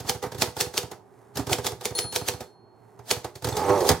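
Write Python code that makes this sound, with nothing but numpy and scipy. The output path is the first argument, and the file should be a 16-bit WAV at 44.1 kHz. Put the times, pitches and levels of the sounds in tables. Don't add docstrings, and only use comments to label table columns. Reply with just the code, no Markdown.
import sys
import numpy as np
from scipy import signal
from scipy.fft import rfft, irfft
from scipy.io import wavfile

SR = 44100
rng = np.random.default_rng(int(sys.argv[2]) if len(sys.argv) > 2 else 0)


def to_wav(sig):
    pcm = np.clip(np.atleast_2d(sig), -1, 1) * 32767
    pcm = np.round(pcm).astype(np.int16)
    wavfile.write(sys.argv[1], SR, pcm.T)


N = 176400
TIME = np.arange(N) / SR
SIDE = np.array([[1], [-1]])
SLAP_S, RATTLE_S, BUZZ_S = .0056, .019, .031


def undb(db):
    return 10 ** (np.asarray(db) / 20)


def curve(points, hz):
    freq, db = np.array(points).T
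    return np.interp(np.log(hz + 1), np.log(freq), db)


def walk(rate_hz):
    return np.interp(TIME * rate_hz, np.arange(N // 100), rng.standard_normal(N // 100))


def colour(x, points):
    gain = undb(curve(points, np.fft.rfftfreq(2 * N, 1 / SR)))
    cepstrum = irfft(np.log(gain))
    cepstrum[1:N] *= 2
    cepstrum[N + 1:] = 0
    return irfft(rfft(x, 2 * N) * np.exp(rfft(cepstrum)))[..., :N]


def convolve(x, response):
    return irfft(rfft(x, 2 * N) * rfft(response, 2 * N))[..., :N]


def ring(x, modes, vary_db=0):
    out = 0
    for k, (hz, db, t60) in enumerate(modes):
        pole = np.exp((2j * np.pi * hz - np.log(1000) / t60) / SR)
        drive = x * undb(db + vary_db * walk(8.1)) + 1e-18
        out = out + (-1) ** k * signal.lfilter([1], [1, -pole], drive).imag
    return out


def taps(times, db):
    samples = np.clip(np.asarray(times) * SR, 0, N - 1).astype(int)
    return np.bincount(samples, undb(db) * np.ones(len(times)), N)


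def fade(pulses, decay_s):
    return signal.lfilter([1], [1, -np.exp(-2 / (decay_s * SR))], pulses ** 2 + 1e-18)


def chatter(power, grain_db=3):
    size = undb(grain_db * np.repeat(rng.standard_normal(N // 32 + 1), 32)[:N])
    return np.sqrt(power) * rng.standard_normal(N) * size / np.sqrt(np.mean(size ** 2))


def echoes(t60_s, width):
    decay = np.exp(-np.log(1000) * TIME / t60_s)
    build_up = 1 - np.exp(-TIME / (t60_s / 40))
    mid, side = rng.standard_normal((2, N)) * decay * build_up
    tail = mid + width * side * SIDE
    return tail / np.sqrt(np.sum(tail ** 2) / 2)


# freq_hz, gain_db
ROOM_TONE_EQ = [(60, -20.5), (92, -15.5), (118, 2.5), (150, -13), (220, -12), (320, -13.5), (403, -1.5),
                (500, -16.5), (800, -10), (2200, -36.5), (4000, -47.5), (16000, -53.5)]
def room_tone(level_db=-53.5, waver_db=2):
    mid, side = colour(rng.standard_normal((2, N)), ROOM_TONE_EQ)
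    return undb(level_db - waver_db * walk(4.4)) * (mid + .45 * side * SIDE) / np.std(mid)


# peak_s, half_width_s, level_db
BRUSHES = [(1.233, 0.14, -66), (2.926, 0.12, -68)]
# freq_hz, gain_db
BRUSH_EQ = [(1900, 9.5), (2900, -5.5), (10000, -2), (16000, -10)]
def fingers():
    power = sum(undb(db) ** 2 * np.exp(-((TIME - at) / width) ** 2) for at, width, db in BRUSHES)
    return colour(chatter(power), BRUSH_EQ)


# start_s, level_db
FRAME_THUMPS = [(1.386, -24.5), (1.506, -32.5), (3.897, -22.5)]
# pitch_hz, level_db, t60_s
FRAME_MODES = [(263, 0, .13), (294, -1, 0.1)]
def frame():
    return ring(taps(*np.array(FRAME_THUMPS).T), FRAME_MODES)


# start_s, level_db
BELL_HITS = [(1.9513, -28), (3.892, -57)]
# pitch_hz, level_db, t60_s
BELL_MODES = [(3661, -18, .28), (4274, -3.5, 1.03), (6627, -12, .22), (9835, .5, .7), (15750, -12.5, .3)]
def bell(beat_hz=1.32, twin_db=-28.5, twin_t60_s=2.16, left_db=2.5):
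    twin = (BELL_MODES[1][0] + beat_hz, twin_db, twin_t60_s)
    blows = taps(*np.array(BELL_HITS).T)
    return (ring(blows, BELL_MODES) - ring(blows, [twin])) * undb(SIDE * left_db / 2)


# time_s, clicks_per_s, knock_db, rail_db, whirr_db
CARRIAGE_RUN = [(3.479, 44.2, -24, -37, -27), (3.55, 66.6, -3.5, -30.5, -24.5), (3.601, 82, 2, -26, -20),
                (3.664, 98, 1.5, -27.5, -7), (3.703, 102, 0, -25, -1), (3.745, 99, 2.5, -26.5, 1.5),
                (3.799, 94, -8, -26, -6.5), (3.849, 81.6, -1.5, -24.5, -8.5), (3.886, 75, -9, -13, -5.5)]
def carriage(rattle_db=-4, thud_db=-6, tick_db=-30, scatter_db=3, rasp_db=2, jitter_teeth=.04):
    when, rate, knock, rail, _ = np.array(CARRIAGE_RUN).T
    moving = (TIME > when[0]) & (TIME < when[-1])
    teeth = np.floor(np.cumsum(np.interp(TIME, when, rate) * moving) / SR)
    at = TIME[1:][np.diff(teeth) > 0]
    late, size, shake = rng.standard_normal((N // 100, 3))[:len(at)].T
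    db = np.interp(at, when, knock) + scatter_db * size
    at = at + jitter_teeth * late / np.interp(at, when, rate)
    pawl = taps(at, db)
    rail_hiss = undb(np.interp(TIME, when, rail) + rasp_db * walk(140)) * moving
    steel = rail_hiss ** 2 + fade(pawl * undb(tick_db), SLAP_S)
    rattle = fade(pawl * undb(rattle_db), RATTLE_S)
    return np.array([steel, rattle, pawl, taps(at, db + thud_db + 4 * shake)])


def pings(count=24, low_hz=3500, high_hz=10000, level_db=-35, t60_s=.04):
    when, pitch = rng.random((count, 2)).T
    start, end = CARRIAGE_RUN[0][0], CARRIAGE_RUN[-1][0]
    times = start + when * (end - start)
    pitches = low_hz * (high_hz / low_hz) ** pitch
    return sum(ring(taps([at], level_db), [(hz, 0, t60_s)]) for at, hz in zip(times, pitches))


# freq_hz, gain_db
WHEEL_EQ = [(280, -13), (345, 0), (490, 3), (620, -3), (720, -10), (850, -4), (1050, -10), (1400, -20)]
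def whirr(level_db=-24.5, ripple_db=4, pitch_waver=.022):
    when, rate, _, _, whirr_db = np.array(CARRIAGE_RUN).T
    moving = (TIME > when[0]) & (TIME < when[-1])
    hz = np.interp(TIME, when, rate)
    phase = 2 * np.pi * np.cumsum(hz * (1 + pitch_waver * walk(90))) / SR
    tone = 0
    for k in range(3, 15):
        harmonic = np.sin(k * phase + rng.uniform(0, 2 * np.pi))
        tone = tone + harmonic * undb(curve(WHEEL_EQ, k * hz) + ripple_db * walk(40))
    return tone * undb(level_db + np.interp(TIME, when, whirr_db)) * moving


def soften(power, rise_s=.005, play_db=-16):
    pole = np.exp(-2 / (rise_s * SR))
    smooth = lambda p: signal.lfilter([1 - pole], [1, -pole], p)
    lead_in = smooth(smooth(power[::-1]))[::-1]
    return smooth(power) + undb(play_db) ** 2 * lead_in


# start_s, click_db, knock_db, thud_db
LINKAGE_KNOCKS = [(.001, -17, -10, 0.5), (.0463, -39, -12.5, -0.5), (.2254, -15.5, -2.5, -0.5),
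                  (.2355, -17, 0, -9), (.248, -34, -10, -17), (.2613, -26, -13, 1), (.3187, -19, -7.5, -8),
                  (.345, -22, -8.5, -1), (.3825, -19, -14, 3), (.5661, -14.5, -5.5, -0.5),
                  (.7382, -17.5, -9.5, -19), (.9135, -20.5, -6.5, -12), (1.3558, -17, -10, 0.5),
                  (1.3705, -7, -2, -1), (1.394, -18.5, -2.5, 8.5), (1.4686, -15, -5.5, 4),
                  (1.494, -16, 0.5, -12), (1.509, -41.5, -2, 10), (1.583, -17, -4, -6),
                  (1.6442, -12, -3, -3), (1.8095, -20, -11, -13), (1.95, -20, -12, -19),
                  (2.124, -14, -10.5, -7), (2.4054, -17.5, -6.5, -5), (2.9901, -34.5, -17, -9),
                  (3.2438, -16.5, -2.5, 0), (3.354, -21, -17.5, -6), (3.4219, -22.5, -14, -2),
                  (3.4438, -7.5, -0.5, 8), (3.4698, -13.5, -1.5, 8), (3.4867, -12, -4, -11),
                  (3.52, -29, -7.5, 7.5), (3.567, -7.5, 0, 1), (3.693, -20, 5.5, 8.5), (3.8045, -13, 2, 4)]
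# start_s, click_db, knock_db, thud_db
CARRIAGE_SLAMS = [(3.8893, 5.5, 11.5, 5.5), (3.9016, -8, 10.5, 15), (3.9138, -5.5, 4, 14.5)]
def knocks(hits, click_s, buzz_db):
    at, click, knock, thud = np.array(hits).T
    clicks, case_blows = taps(at, click), taps(at, knock)
    steel = soften(fade(clicks, click_s) + fade(clicks * undb(buzz_db), BUZZ_S))
    rattle = soften(fade(case_blows, RATTLE_S))
    return np.array([steel, rattle, case_blows, taps(at, thud)])


# start_s, click_db, knock_db, swing_db
STRIKES = [(0.0949, 1, -0.5, -13.5), (0.4203, 4, 5.5, -13), (.609, 3.5, -1, -12), (0.778, 0.5, -5, -14),
           (1.5302, 1, -0.5, -8), (1.6665, 0, -2, -15), (1.8544, -2, -6.5, -20.5),
           (1.9883, -0.5, -4.5, -16), (2.1603, 0.5, -4.5, -13), (2.2846, 0.5, -2.5, -14),
           (3.111, 4, 1, -13)]
ESCAPE_LEAD_S, REBOUND_S, FALL_S = .005, .00817, .053
def type_bars(swing_s=.015, tick_s=.0033, buzz_db=-16, swing_rattle_db=8.5):
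    at, click, knock, swing_db = np.array(STRIKES).T
    swing = fade(taps(at, swing_db)[::-1], swing_s)[::-1]
    escapement = taps(at - ESCAPE_LEAD_S, click - 10.5)
    slap = taps(at, click - 4)
    rebound = taps(at + REBOUND_S, click - 14)
    fall = taps(at + FALL_S, db=-22)
    buzz = fade(taps(at, click + buzz_db), BUZZ_S)
    steel = swing + fade(slap + rebound, SLAP_S) + buzz + fade(escapement + fall, tick_s)
    case_blows = taps(at, knock) + taps(at + FALL_S, db=-9)
    desk_blows = taps(at, knock - .5) + taps(at + FALL_S, db=2)
    rattle = fade(case_blows, RATTLE_S) + swing * undb(swing_rattle_db) ** 2
    return np.array([steel, rattle, case_blows, desk_blows])


# pitch_hz, level_db, t60_s
ROLLER_MODES = [(398, -28, .09), (489, -28, .17)]
def roller():
    at, click, _, _ = np.array(STRIKES).T
    return ring(taps(at + REBOUND_S / 2, click), ROLLER_MODES)


# freq_hz, gain_db
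CRACK_EQ = [(100, -21.5), (1300, -9), (2200, 7), (10000, -1), (16000, -25.5)]
def platen_crack(level_db=-17, decay_s=.0026):
    at, click, _, _ = np.array(STRIKES).T
    power = fade(taps(at, click + level_db), decay_s)
    return colour(chatter(power, grain_db=2.5), CRACK_EQ)


# freq_hz, gain_db
CASE_EQ = [(60, -12), (200, -5.5), (300, -4.5), (410, 3.5), (490, -12.5), (540, -10.5), (620, -3.5),
           (830, -1.5), (1050, -8.5), (2000, -14.5), (16000, -71.5)]
# pitch_hz, level_db, t60_s
CASE_MODES = [(245, -10, .08), (352, -9, .08), (388, -4, .1), (418, -3, .1), (496, -2, .11), (600, -9, .08),
              (760, -9, .05), (842, -4, .08), (915, -9, .08), (1040, -12, .08), (1250, -14, .06)]
def case(blows, rattle, ring_db=-29.5, rattle_send_db=-21):
    drive = blows + undb(rattle_send_db) * rattle
    return colour(rattle, CASE_EQ) + undb(ring_db) * ring(drive, CASE_MODES, vary_db=3.5)


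def flecks(clicks, spread_db=3.5):
    cells = signal.stft(clicks, nperseg=256)[2]
    gain = undb(spread_db * rng.standard_normal(cells.shape[-2:]))
    typical_gain = np.sqrt(np.mean(gain) * np.sqrt(np.mean(gain ** 2)))
    return signal.istft(cells * gain / typical_gain, nperseg=256)[1][..., :N]


# freq_hz, gain_db
STEEL_EQ = [(100, -37.5), (400, 6), (1000, -3), (1600, -1.5), (2800, -1.5), (4000, 3.5), (6300, 2),
            (8500, -1), (12000, -2.5), (16000, -7.5)]
# pitch_hz, level_db, t60_s
BAR_MODES = [(1800, -7, .03), (3180, -8, .05), (3665, -2, .035), (4260, -7, .035), (6630, -6, .04)]
def steel_works(clicks, ring_db=-39):
    return colour(flecks(clicks), STEEL_EQ) + undb(ring_db) * ring(clicks, BAR_MODES, vary_db=3.5)


# pitch_hz, level_db, t60_s
DESK_MODES = [(71, -3, .09), (117, 2.5, .11), (166, -7, .13), (256.6, -8, .04), (292.5, -7.5, .12)]
def typewriter(click_db=-14.5, click_width=.54, rattle_db=-12.5, desk_db=-36):
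    steel_power, rattle_power, case_blows, desk_blows = (
        type_bars()
        + knocks(LINKAGE_KNOCKS, click_s=.0042, buzz_db=-13)
        + knocks(CARRIAGE_SLAMS, click_s=.0048, buzz_db=-20)
        + carriage())
    mid, side = chatter(steel_power, grain_db=-.5), chatter(steel_power, grain_db=-4)
    clicks = undb(click_db) * (mid + click_width * side * SIDE)
    rattle = undb(rattle_db) * chatter(rattle_power, grain_db=-2)
    works = platen_crack() + steel_works(clicks)
    body = whirr() + roller() + case(case_blows, rattle)
    works += fingers() + pings()
    body += frame() + undb(desk_db) * ring(desk_blows, DESK_MODES)
    return works, body


# freq_hz, left_minus_right_db
BALANCE = [(60, -4), (250, -5.5), (1000, -5), (4000, -2), (12000, 1.5)]
def scene(left_lead_s=.000017):
    works, body = typewriter()
    damping = signal.butter(1, 8880, fs=SR, output="sos")
    room = undb(-11.5) * signal.sosfilt(damping, echoes(t60_s=.27, width=.6))
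    near = undb(-19) * echoes(t60_s=.08, width=.83)
    body_room = undb(-11) * echoes(t60_s=.3, width=.22)
    mix = works + convolve(works, near + room) + body + convolve(body, body_room) + bell() + room_tone()
    hz = np.fft.rfftfreq(2 * N, 1 / SR)
    pan = undb(SIDE / 2 * curve(BALANCE, hz))
    lead = np.exp(2j * np.pi * hz * left_lead_s * SIDE / 2)
    return irfft(rfft(mix, 2 * N) * pan * lead)[:, :N]


def record(dry):
    low_cut = signal.butter(4, 55, "high", fs=SR, output="sos")
    high_cut = signal.ellip(10, .2, 70, 16200, fs=SR, output="sos")
    return signal.sosfilt(high_cut, signal.sosfilt(low_cut, dry))


dry = scene()
out = record(dry)
to_wav(out)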